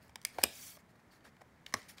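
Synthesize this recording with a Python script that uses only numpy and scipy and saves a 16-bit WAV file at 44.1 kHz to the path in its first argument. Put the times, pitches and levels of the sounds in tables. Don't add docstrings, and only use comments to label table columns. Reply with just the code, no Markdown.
import sys
import numpy as np
from scipy import signal
from scipy.fft import rfft, irfft, next_fast_len
from scipy.io import wavfile
from scipy.ndimage import uniform_filter1d

SR = 44100
rng = np.random.default_rng(int(sys.argv[2]) if len(sys.argv) > 2 else 0)


def voltage_ratio(decibels):
    exponent = np.asarray(decibels, float) / 20
    return 10 ** exponent


def dump(signal):
    limited = np.clip(np.atleast_2d(signal).T, -1, 1)
    pcm = np.round(limited * 32767).astype(np.int16)
    wavfile.write(sys.argv[1], SR, pcm)


N = 88200

# centre in Hz, width in Hz, level in dB.
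CLIP_MODES = [(1199, 200, -14.5), (1844, 160, -6.5), (2164, 180, -0.5), (3223, 350, -2), (4825, 480, 5),
              (6036, 450, -1), (6920, 500, -11.5), (8314, 1200, -0.5), (9310, 750, -6.5), (10040, 350, -2),
              (11500, 610, -6.5), (12470, 550, -3.5), (14780, 350, -8), (15940, 400, -10)]
CATCH_MODES = [(910, 190, -2.5), (1770, 170, -11.5), (2272, 250, -0.5), (3234, 260, -6.5),
               (3720, 130, -7.5), (5100, 250, -7), (5700, 230, -8.5), (6400, 240, -13.5), (7510, 340, -10),
               (8840, 720, -10.5), (11000, 280, -22.5), (12420, 410, -14.5), (15400, 440, -20.5)]
LID_MODES = [(285, 150, -9.5), (495, 130, -5), (758, 260, -3), (1150, 220, -7.5), (1659, 220, -1),
             (2403, 150, -1), (2790, 380, 3), (3220, 300, -3), (5085, 910, 3.5), (7110, 440, -2),
             (8240, 500, 2), (10100, 1100, -1), (11675, 250, -0.5), (13645, 720, 0)]
BASE_MODES = [(386, 270, -6), (699.5, 450, 2.5), (1056, 300, -10), (1590, 250, -13), (1830, 140, -14.5),
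              (2270, 370, -12.5), (5550, 500, -32)]
HOLLOW_MODES = [(227, 120, -4.5), (475.6, 120, -5), (614, 150, -9), (745, 150, -9), (1145, 133, 2),
                (1546, 120, -7), (1930, 400, -4), (2174, 124, -0.5)]
SHELL_MODES = [(2840, 790, -5), (3540, 440, -7), (4122, 170, -2.5), (5190, 290, -0.5), (5440, 180, 1),
               (5840, 180, 2), (6470, 310, -2.5), (6930, 570, -3), (8220, 400, -3), (9120, 480, -3),
               (10570, 720, -9.5), (11240, 670, -6), (13570, 800, -16)]
EDGE_MODES = [(1653, 280, 1.5), (2320, 350, 4.5), (3020, 400, 5.5), (3654, 400, 5.5), (4430, 420, 2),
              (5560, 500, -6), (6430, 600, -5), (7400, 450, -8.5), (8500, 600, -25), (9500, 530, -20),
              (11600, 810, -25)]
RIM_MODES = [(2380, 450, -1), (3190, 450, 1), (3900, 370, -1), (4700, 500, -1), (5900, 800, -8),
             (7600, 500, -7), (8900, 800, -11), (11500, 900, -20)]
# centre in Hz, width in Hz, level in dB.
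PANEL_MODES = [(1750, 150, -8), (2250, 160, 1.5), (3250, 200, -3), (4650, 200, -2), (5570, 220, 1),
               (6040, 130, 4.5), (6970, 46, 3.5), (7310, 240, -5), (7900, 98, -9), (10140, 120, 1),
               (11400, 46, -8.5), (12600, 50, 0.5), (13700, 80, -3.5)]
BEZEL_MODES = [(750, 180, -3.5), (1850, 130, 2.5), (2200, 200, -3.5), (4490, 230, 2), (5150, 340, -3),
               (6560, 280, -5), (9150, 530, -5), (11500, 540, -15.5)]

# start in seconds, peak level in dB, chatter length in ms, tilt in dB per octave.
CLIP_SNAPS = [
    (.2155, -45.5, 1.2, 0.5),
    (.2278, -53, 1.2, 1),
    (.2365, -56, 0.69, -2.5),
    (.2497, -15.5, 2, 0.5),
    (.2535, -33, 1.6, -3.5),
]
CATCH_SNAPS = [
    (.0935, -51, 3.4, -2),
    (.1569, -32, 1.4, 0),
]
LID_POPS = [
    (.4324, -26.5, 3.4, -2.5),
    (.4368, -7.5, 2.5, .5),
    (.4402, -24.5, 1.3, -3.5),
    (.4525, -37, 5.4, -1),
]
BASE_KNOCKS = [
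    (.358, -56.5, 13, 8),
    (.3840, -24, 3.27, -0.5),
    (.3895, -32.5, 3.3, 2.5),
    (.770, -49, 4.9, 5),
    (1.365, -56, 3.98, 0),
    (1.415, -45, 6.34, 9),
    (1.662, -55.5, 5.9, 0),
]
HOLLOW_CLACKS = [
    (.770, -51, 6.1, 0.16),
    (1.414, -54, 8.5, 1),
    (1.7243, -43.5, 3.3, 1),
    (1.7398, -18.5, 2.63, 0.38),
    (1.7495, -36, 2.9, -2),
]
SHELL_CLACKS = [
    (1.416, -63.5, 5.14, -0.1),
    (1.7243, -50, 2.4, 0),
    (1.7392, -21, 1.44, 0.62),
    (1.7418, -30.5, 1.9, -2.9),
    (1.7495, -44.5, 3, -2.3),
]
EDGE_TICKS = [
    (1.2068, -61.5, 3.4, 1),
    (1.3660, -58, 3.5, -5.5),
    (1.6629, -35, 4, -1),
]
RIM_TICKS = [
    (1.7675, -47.5, 3, 2),
    (1.8175, -49, 2.9, 2),
    (1.829, -51, 3, 4),
    (1.9812, -41.5, 4.1, -2.5),
]
LID_TICKS = [
    (.0265, -58.5, 2.7, 4),
    (.034, -63, 2, 4),
    (.047, -61, 2.2, 4),
    (.0795, -60, 3.5, 1),
    (.102, -67, 3, 2),
    (.268, -44, 4.4, 1),
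    (.415, -44, 6, 1),
]

# start in seconds, length in seconds, level in dB, tilt in dB per octave.
STROKES = [(.001, 0.12, -67, -6.5), (.02, 0.07, -72, 11), (0.167, 0.058, -90, 7), (0.259, 0.068, -62, -2.5),
           (0.315, 0.12, -62, -3.5), (0.346, 0.081, -60.5, -13), (0.388, 0.072, -53.5, -4),
           (0.783, 0.037, -66.5, -3), (0.888, 0.038, -72.5, -4), (0.954, 0.014, -67.5, -6.5),
           (0.992, .02, -69.5, -6.5), (1.108, 0.089, -66, -4), (1.239, 0.066, -60, -6),
           (1.408, 0.013, -59.5, -9.5), (1.669, 0.06, -63, -4), (1.729, 0.0064, -57.5, -4),
           (1.759, 0.071, -56.5, -4.5), (1.818, 0.092, -62.5, -5.5), (1.882, 0.045, -52.5, -1.5),
           (1.9, .07, -64.5, -3), (1.967, 0.064, -60.5, -5)]
# time in seconds, level in dB.
THUMB_SLIDE = [
    (0.46, -61),
    (0.508, -56.5),
    (0.638, -49.5),
    (0.702, -52),
    (0.75, -59.5),
    (0.768, -60),
    (0.782, -80),
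]
# start in seconds, level in dB, pitch in Hz.
TABLE_PUSHES = [
    (0.091, -66.5, 69),
    (.386, -58, 90),
    (0.438, -55, 75),
    (1.75, -56, 103),
]
# start in seconds, centre in Hz, level in dB, 60 dB decay in seconds.
PANEL_BUZZES = [
    (.255, 2250, -55, 0.28),
    (.39, 750, -55, 0.2),
    (.443, 645, -51, 0.35),
    (0.444, 1720, -55, .3),
    (.443, 2720, -57, .35),
    (0.444, 3750, -51, .4),
    (1.104, 4500, -71.5, 0.35),
    (1.75, 2000, -59.5, 0.55),
    (1.75, 470, -54, 0.19),
    (1.75, 1150, -56, 0.24),
]

# frequency in Hz, 60 dB decay in seconds.
ROOM_DECAY = [(200, 0.12), (800, 0.24), (2200, 0.37), (5000, 0.38), (14000, 0.13)]
# frequency in Hz, level in dB.
ROOM_COLOUR = [(200, 9), (600, 5), (1200, -10), (2200, 0.2), (3700, -2.1), (5000, -6), (14000, -2)]
# frequency in Hz, spectral density in dB per Hz.
ROOM_HUM = [(25, -21), (75, -4), (260, -5.5), (320, -11.5), (2100, -18), (2700, -28), (7000, -34.5),
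            (15000, -41.5)]


def unit(x):
    return x / np.sqrt(np.mean(x ** 2) + 1e-20)


def along(points, hz):
    f, v = np.transpose(points)
    return np.interp(np.log(hz + 1), np.log(f + 1), v)


def filtered(x, response):
    m = next_fast_len(len(x) + 4096)
    return irfft(rfft(x, m) * response(np.fft.rfftfreq(m, 1 / SR)), m)[:len(x)]


def add(track, s, x):
    part = track[max(round(s * SR), 0):][:len(x)]
    part += x[:len(part)]


def tilted(hz, tilt_db):
    return voltage_ratio(tilt_db * np.log2((hz + 30) / 3000))


def patchy(n, patchy_db, size):
    z = signal.stft(rng.standard_normal(n + 512), nperseg=256)[2]
    field = uniform_filter1d(rng.standard_normal(z.shape), size, 0)
    field = uniform_filter1d(field, size, 1)
    return signal.istft(z * voltage_ratio(patchy_db * unit(field)), nperseg=256)[1][:n]


def strikes(contacts, modes):
    lag_cycles, rise_cycles, min_width_hz = 1.252, 0.81, 180
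    crack_db, crack_t60 = -6.5, 0.011
    rattle_db, rattle_t60, rattle_tilt_db = -14.5, 0.04, -3.5
    out, t = np.zeros(N), np.arange(SR // 12) / SR
    hz, width, level_db = np.transpose(modes)[:, :, None]
    width = np.maximum(width, min_width_hz)
    lag = lag_cycles / hz
    for s, db, chatter_ms, tilt_db in contacts:
        span, tilt_db = chatter_ms / 1000, np.clip(tilt_db, -4, 4)

        late = np.clip(t - lag - span * 0.22 * rng.random(hz.shape), 0, None)
        free = np.clip(t - lag - span * 0.73, 0, None)
        swell = (1 - np.exp(-late * hz / rise_cycles)) * np.exp(-np.pi * width * free)
        gain = voltage_ratio(level_db + rng.normal(0, 0.8, hz.shape)) * np.sqrt(width / 300) * tilted(hz, tilt_db)
        ring = np.sum(gain * swell * np.sin(2 * np.pi * hz * late), axis=0)

        def colour(f):
            resonance = gain * f / (np.abs(hz ** 2 - f ** 2) + f * width)
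            return np.sqrt(np.sum(resonance ** 2, axis=0))

        after = np.clip(t - span, 0, None)
        crack = unit(filtered(rng.standard_normal(len(t)), colour))
        crack = crack * voltage_ratio(crack_db - 60 * after / crack_t60)
        rattle = patchy(len(t), 0.89, size=3)
        rattle = unit(filtered(rattle, lambda f: colour(f) * tilted(f, rattle_tilt_db)))
        rattle = rattle * voltage_ratio(rattle_db - 60 * after / rattle_t60)
        noise = (crack + rattle) * np.clip(t * 4000, 0, 1)
        hit = ring / np.abs(ring).max() + noise / 2
        add(out, s, voltage_ratio(db) * hit / np.abs(hit).max())
    return out


def scrape(n, tilt_db, modes):
    grain_db, surface_share = 3, 0.58

    def response(f):
        surface = np.abs(sum(voltage_ratio(db) * f * w / (c * c - f * f + 1j * f * w) for c, w, db in modes))
        low_cut = f ** 2 / (f ** 2 + 700 ** 2)
        return (surface_share * surface + 1 - surface_share) * tilted(f, tilt_db) * low_cut

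    return unit(filtered(patchy(n, grain_db, size=3), response))


def rubbing():
    rise_share = 0.19
    s, db = np.transpose(THUMB_SLIDE)
    times, levels = np.r_[s[0] - 0.02, s, s[-1] + 0.015], np.r_[-100, db, -100]
    out = scrape(N, 0.54, PANEL_MODES) * voltage_ratio(np.interp(np.arange(N) / SR, times, levels))
    for s, length, db, tilt_db in STROKES:
        u = np.linspace(0, 1, round(length * SR))
        ramp = np.minimum(u / rise_share, (1 - u) / (1 - rise_share))
        stroke = np.sin(np.pi / 2 * np.clip(ramp, 0, 1))
        add(out, s, voltage_ratio(db) * stroke * scrape(SR // 8, tilt_db, BEZEL_MODES)[:len(u)])
    return out


def buzzes():
    half_width_hz = 240
    out, t = np.zeros(N), np.arange(SR // 4) / SR
    fade = np.clip(t * 200, 0, 1) * np.clip(5 - t * 20, 0, 1)
    for s, hz, db, t60 in PANEL_BUZZES:
        band = filtered(rng.standard_normal(len(t)), lambda f: 1 / (1 + ((f - hz) / half_width_hz) ** 2))
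        add(out, s, unit(band) * voltage_ratio(db - 60 * t / t60) * fade)
    return out


def thumps():
    decay_cycles = 14
    out, t = np.zeros(N), np.arange(SR // 5) / SR
    for s, db, hz in TABLE_PUSHES:
        swell = voltage_ratio(db - 60 * t * hz / decay_cycles) * (1 - np.exp(-t * hz))
        add(out, s, swell * 4 * np.sin(2 * np.pi * hz * t))
    return out


def room(x):
    gap_s, stretch = 0.014, 4410
    out = np.zeros(N)
    for start in range(0, N, stretch):
        hz, t, z = signal.stft(rng.standard_normal(SR // 2), SR, nperseg=128)
        decay_db = 60 * t / along(ROOM_DECAY, hz)[:, None]
        z = z * voltage_ratio(along(ROOM_COLOUR, hz)[:, None] - decay_db)
        tail = signal.istft(z, SR, nperseg=128)[1]
        answer = signal.fftconvolve(x[start:start + stretch], tail / np.linalg.norm(tail))
        add(out, start / SR + gap_s, answer)
    return out


def room_tone():
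    return voltage_ratio(-64.5) * unit(filtered(patchy(N, 0.51, size=9), lambda f: voltage_ratio(along(ROOM_HUM, f))))


def scene():
    room_db, low_cut_hz, hiss_top_hz = -21, 45, 15750
    contacts = [(CLIP_SNAPS, CLIP_MODES), (CATCH_SNAPS, CATCH_MODES), (LID_POPS, LID_MODES),
                (BASE_KNOCKS, BASE_MODES), (HOLLOW_CLACKS, HOLLOW_MODES), (SHELL_CLACKS, SHELL_MODES),
                (EDGE_TICKS, EDGE_MODES), (RIM_TICKS, RIM_MODES), (LID_TICKS, LID_MODES)]
    clicks = sum(strikes(*pair) for pair in contacts)
    rubs = rubbing()
    soft = rubs + buzzes() + voltage_ratio(room_db) * room(clicks + rubs) + thumps()
    near = clicks + filtered(soft, lambda hz: hz < hiss_top_hz)
    near = filtered(near, lambda hz: hz ** 2 / (hz ** 2 + low_cut_hz ** 2))
    return (near + filtered(room_tone(), lambda hz: hz < hiss_top_hz))[None]


def top_cut(x):
    return signal.sosfilt(signal.butter(12, 16830, fs=SR, output="sos"), x)


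def record(dry):
    top_hz, slope_hz = 16800, 900
    mix = filtered(dry[0], lambda hz: np.clip((top_hz - hz) / slope_hz, 0, 1) ** 2)[None]
    return top_cut(mix)


dry = scene()
out = record(dry)
dump(out)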